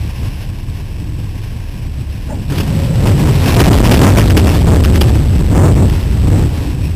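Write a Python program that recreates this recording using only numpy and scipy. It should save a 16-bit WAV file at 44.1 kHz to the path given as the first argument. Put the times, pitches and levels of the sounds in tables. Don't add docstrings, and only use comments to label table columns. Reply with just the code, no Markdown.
import sys
import numpy as np
from scipy import signal
from scipy.fft import rfft, irfft, next_fast_len
from scipy.io import wavfile
from scipy.ndimage import uniform_filter1d

SR = 44100
rng = np.random.default_rng(int(sys.argv[2]) if len(sys.argv) > 2 else 0)


def dump_mix(stems):
    frames = np.atleast_2d(stems).T
    limited = np.clip(frames, -1, 1)
    pcm = np.round(limited * 32767).astype(np.int16)
    wavfile.write(sys.argv[1], SR, pcm)


N = 306495

# time in seconds, boom level in dB, grinding level in dB.
CONTACT_LEVELS = [(2.2, -66, -65), (2.48, -24, -52), (2.56, -17.5, -28.5), (2.93, -13, -29), (3.1, -8, -26),
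                  (3.48, -9, -17), (3.68, 7, -12), (3.85, 1, -13), (4.06, 0.5, -13), (4.34, 1.5, -21.5),
                  (4.54, -5, -18.5), (4.72, 3.5, -22), (5.05, 0.5, -22.5), (5.3, -5, -32.5),
                  (5.86, -1.5, -29.5), (6.0, -11.5, -32), (6.3, -2.5, -34.5), (6.6, -14, -29.5),
                  (6.8, -14, -44)]
# start in seconds, length in seconds, rise in dB.
LURCHES = [(2.476, 0.082, 10), (2.567, 0.084, 5), (2.987, .17, 8), (3.203, 0.1, 5), (3.532, .13, 3.5),
           (3.888, 0.088, 7), (3.976, 0.16, 8), (4.138, 0.11, 4.5), (4.413, 0.1091, 5), (4.659, .13, 4),
           (5.491, .25, 13), (5.73, 0.1295, 7), (6.221, 0.269, 6)]
# time in seconds, heave rise in dB.
SWAYS = [(3.82, 7), (4.36, 4.5), (5.25, 4.924), (5.46, 4.94)]
# start in seconds, relative level in dB.
BURSTS = [(2.499, -23.5), (2.522, -24), (2.58, -19), (2.6, -17), (3.066, -11.5), (3.457, -13), (3.602, -4),
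          (3.624, -9), (3.764, -8), (3.909, 0), (3.938, -6.5), (4.06, -15), (4.09, -9), (4.182, -2),
          (4.21, -19), (4.298, -7), (4.368, -2), (4.381, -12), (4.46, -20), (4.705, -17), (4.833, -8.5),
          (4.848, -13.5), (4.955, -13), (5.01, -4.5), (5.605, -14), (5.893, -19.5), (6.329, -23)]
# start and length in seconds, pitch and width in Hz, level in dB.
TONES = [(0.857, 0.61, 296, 28, -34), (2.28, 0.07, 598, 88, -28.5), (2.279, 0.088, 867, 44, -32),
         (2.28, 0.059, 1494, 720, -39), (2.241, 0.23, 151.9, 127, -22.5), (2.427, 0.69, 160.5, 27.4, -14.5),
         (2.608, 0.5, 544, 29, -30.5), (2.852, 0.7, 133, 26, -9), (3.54, 0.092, 2655, 30, -30),
         (4.2, .04, 1803, 34, -19.5), (4.457, 0.055, 1938, 15, -24), (4.452, 0.055, 2700, 31.7, -19),
         (6.199, 0.97, 290.8, 32.9, -29), (6.815, 0.071, 2560, 170, -32.5)]
# time in seconds, drone rise in dB.
TRACK_THUMPS = [(.05, 4.7), (.25, 4), (.72, 1.7), (1.86, 3)]
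# time in seconds, level in dB.
WHEEL_LEVELS = [(0.0, -36), (0.2, -35), (0.7, -40.5), (1.1, -41), (1.5, -37), (2.0, -41.5), (2.3, -39)]
# frequency in Hz, relative density in dB.
CRUMPLE_SPECTRUM = [(20, 6.5), (40, 1), (160, 3.5), (300, 3), (550, -8.5), (900, -14), (1300, -20),
                    (3000, -28)]
GRIND_SPECTRUM = [(200, -54), (500, -5), (1000, 4.5), (1250, -8), (1700, -1.5), (2100, -3), (2650, -0.5),
                  (3400, -1.5), (4500, -3.5), (7000, -0.5)]
BURST_SPECTRUM = [(100, -59), (250, 31), (600, 12.5), (1200, 8.5), (1650, 13.5), (2100, 3), (2600, 12.5),
                  (3500, 10.5), (6000, -10)]
ENGINE_SPECTRUM = [(18, -0.5), (30, 6), (42, 4), (52, -16), (67, 6.5), (85, -2.5), (104, 0), (122, -7),
                   (135, -7), (152, -12), (230, -20), (305, -23), (450, -33), (1200, -53)]
WHEEL_SPECTRUM = [(250, 2), (550, 1), (750, -1), (900, -0.5), (1080, 0.5), (1300, -14.5), (1600, -2.5),
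                  (2050, -5.5), (2650, 1.5), (3200, -3.5), (3900, -5), (6000, -52)]

TIME_S = np.arange(N) / SR


def boom(shove_db, jolt_db, contact_s=2.5, contact_hz=84.62, sag_hz_per_s=5):
    sway_db = swells(SWAYS, width_s=.05)
    pitch_hz = contact_hz - sag_hz_per_s * (TIME_S - contact_s) + 2.5 * jolt_db - 3 * sway_db
    body = resonance(pitch_hz, width_hz=43.3)
    heave = from_db(-11 + sway_db) * resonance(hz=29.94, width_hz=12.5)
    swing = cut(body + heave, order=2, hz=28.4, kind="high")
    level_db = .5 + shove_db + 0.57 * jolt_db + 0.76 * drift(10)
    return from_db(level_db) * steady(swing, span_s=0.019, share=0.66)


def crumpling(shove_db, scrape_db, jolt_db, slip):
    level_db = 1.05 + .45 * shove_db + 0.65 * scrape_db + 1.25 * jolt_db + 1.37 * slip
    return from_db(level_db) * noise(CRUMPLE_SPECTRUM)


def grinding(scrape_db, jolt_db, slip):
    force = from_db(2.26 * slip) + cracks()
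    return from_db(-2.4 + scrape_db + .4 * jolt_db) * force * noise(GRIND_SPECTRUM)


def cracks(rate_per_s=17, t60_s=0.055):
    sizes = from_db(-2.5 + np.minimum(rng.exponential(1, N), 3))
    onsets = rng.random(N) < rate_per_s / SR
    decay = from_db(-60 / (t60_s * SR))
    return signal.lfilter([1], [1, -decay], sizes * onsets + 1e-18)


def jolts(roundness=.8):
    rise_db = np.zeros(N)
    for start_s, length_s, peak_db in LURCHES:
        rise_db += peak_db * arch(start_s, length_s) ** roundness
    return rise_db


def bursts(gain_db=3, attack_s=0.00085, t60_s=0.099):
    envelope = np.zeros(N)
    for start_s, level_db in BURSTS:
        start = int(start_s * SR)
        age_s = TIME_S[start:start + SR] - TIME_S[start]
        attack = 1 - np.exp(-age_s / attack_s)
        envelope[start:start + SR] += attack * from_db(gain_db + level_db - 60 * age_s / t60_s)
    return envelope * noise(BURST_SPECTRUM)


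def brief_tones():
    out = np.zeros(N)
    for start_s, length_s, hz, width_hz, level_db in TONES:
        out += from_db(level_db) * arch(start_s, length_s) * resonance(hz, width_hz)
    return out


def engine():
    level_db = -16.5 + 1.24 * drift(17) + swells(TRACK_THUMPS, width_s=0.039)
    return from_db(level_db) * steady(noise(ENGINE_SPECTRUM), span_s=0.038, share=0.86)


def wheels():
    level_db, = curves(WHEEL_LEVELS)
    hiss = from_db(level_db + 1.5 * drift(18)) * noise(WHEEL_SPECTRUM)
    whine = from_db(-59.5) * resonance(hz=2630, width_hz=6.6)
    return hiss + whine


def coarse_sampling(x, rate_hz=8000, error_db=-26.5, oversample=8):
    samples = np.interp(np.arange(0, N / SR, 1 / rate_hz), TIME_S, x)
    samples *= 1 + from_db(error_db) * rng.standard_normal(len(samples))
    fine_time_s = np.arange(oversample * N) / (oversample * SR)
    held = samples[(fine_time_s * rate_hz).astype(int)]
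    return held.reshape(N, oversample).mean(axis=1)


def recorder_hiss(x, follow_s=0.013):
    treble = cut(x, order=2, hz=1910, kind="high")
    treble_rms = np.sqrt(np.abs(uniform_filter1d(treble ** 2, int(follow_s * SR))))
    return from_db(-8) * treble_rms * cut(rng.standard_normal(N), order=1, hz=2440, kind="high")


def resonance(hz, width_hz):
    phase = 2 * np.pi * np.cumsum(hz + np.zeros(N)) / SR
    return rms_one(drift(width_hz) * np.cos(phase) + drift(width_hz) * np.sin(phase))


def noise(spectrum):
    hz, db = np.transpose(spectrum)
    size = next_fast_len(N)
    bins_hz = np.arange(size // 2 + 1) * SR / size + 1e-3
    gain = from_db(np.interp(np.log(bins_hz), np.log(hz), db, left=-120, right=-120))
    return rms_one(irfft(rfft(rng.standard_normal(N), size) * gain, size)[:N])


def drift(rate_hz, hop=40, run_in=2000):
    pole = np.exp(-2 * np.pi * hop * rate_hz / SR)
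    white = rng.standard_normal(N // hop + run_in + 2)
    slow = signal.lfilter([1], [1, -2 * pole, pole * pole], white)[run_in:]
    return np.interp(np.arange(N) / hop, np.arange(len(slow)), rms_one(slow))


def steady(x, span_s, share):
    size = int(span_s * SR)
    power = uniform_filter1d(uniform_filter1d(x ** 2, size), size)
    return rms_one(x / (np.abs(power) + 1e-9) ** (share / 2))


def arch(start_s, length_s):
    return np.maximum(np.sin(np.pi * np.clip((TIME_S - start_s) / length_s, 0, 1)), 0)


def swells(rows, width_s):
    return sum(rise_db * np.exp(-((TIME_S - at_s) / width_s) ** 2) for at_s, rise_db in rows)


def curves(rows):
    times_s, *columns = np.transpose(rows)
    return [np.interp(TIME_S, times_s, column) for column in columns]


def saturate(x, top):
    return x / (1 + (x / top) ** 6) ** (1 / 6)


def cut(x, order, hz, kind):
    return signal.sosfilt(signal.butter(order, hz, kind, fs=SR, output="sos"), x)


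def from_db(db):
    return 10 ** (np.asarray(db) / 20)


def rms_one(x):
    return x / np.sqrt(np.mean(x ** 2) + 1e-20)


def scene():
    shove_db, scrape_db = curves(CONTACT_LEVELS)
    jolt_db = jolts()
    slip = drift(rate_hz=23)
    wreck = boom(shove_db, jolt_db)
    wreck += crumpling(shove_db, scrape_db, jolt_db, slip)
    wreck += grinding(scrape_db, jolt_db, slip)
    return (wreck + bursts() + brief_tones() + engine() + wheels())[None]


def record(dry):
    clipped = saturate(dry[0], top=0.67)
    sagging = cut(clipped, order=1, hz=62, kind="high")
    narrow = cut(sagging, order=4, hz=3880, kind="low")
    stepped = coarse_sampling(narrow)
    bright = stepped + from_db(-15.5) * cut(stepped, order=1, hz=11100, kind="high")
    limited = saturate(bright + recorder_hiss(narrow), top=.94)
    cutoff_hz = 15100
    low_pass = signal.ellip(12, .1, 90, cutoff_hz, fs=SR, output="sos")
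    return signal.sosfilt(low_pass, limited)[None]


dry = scene()
out = record(dry)
dump_mix(out)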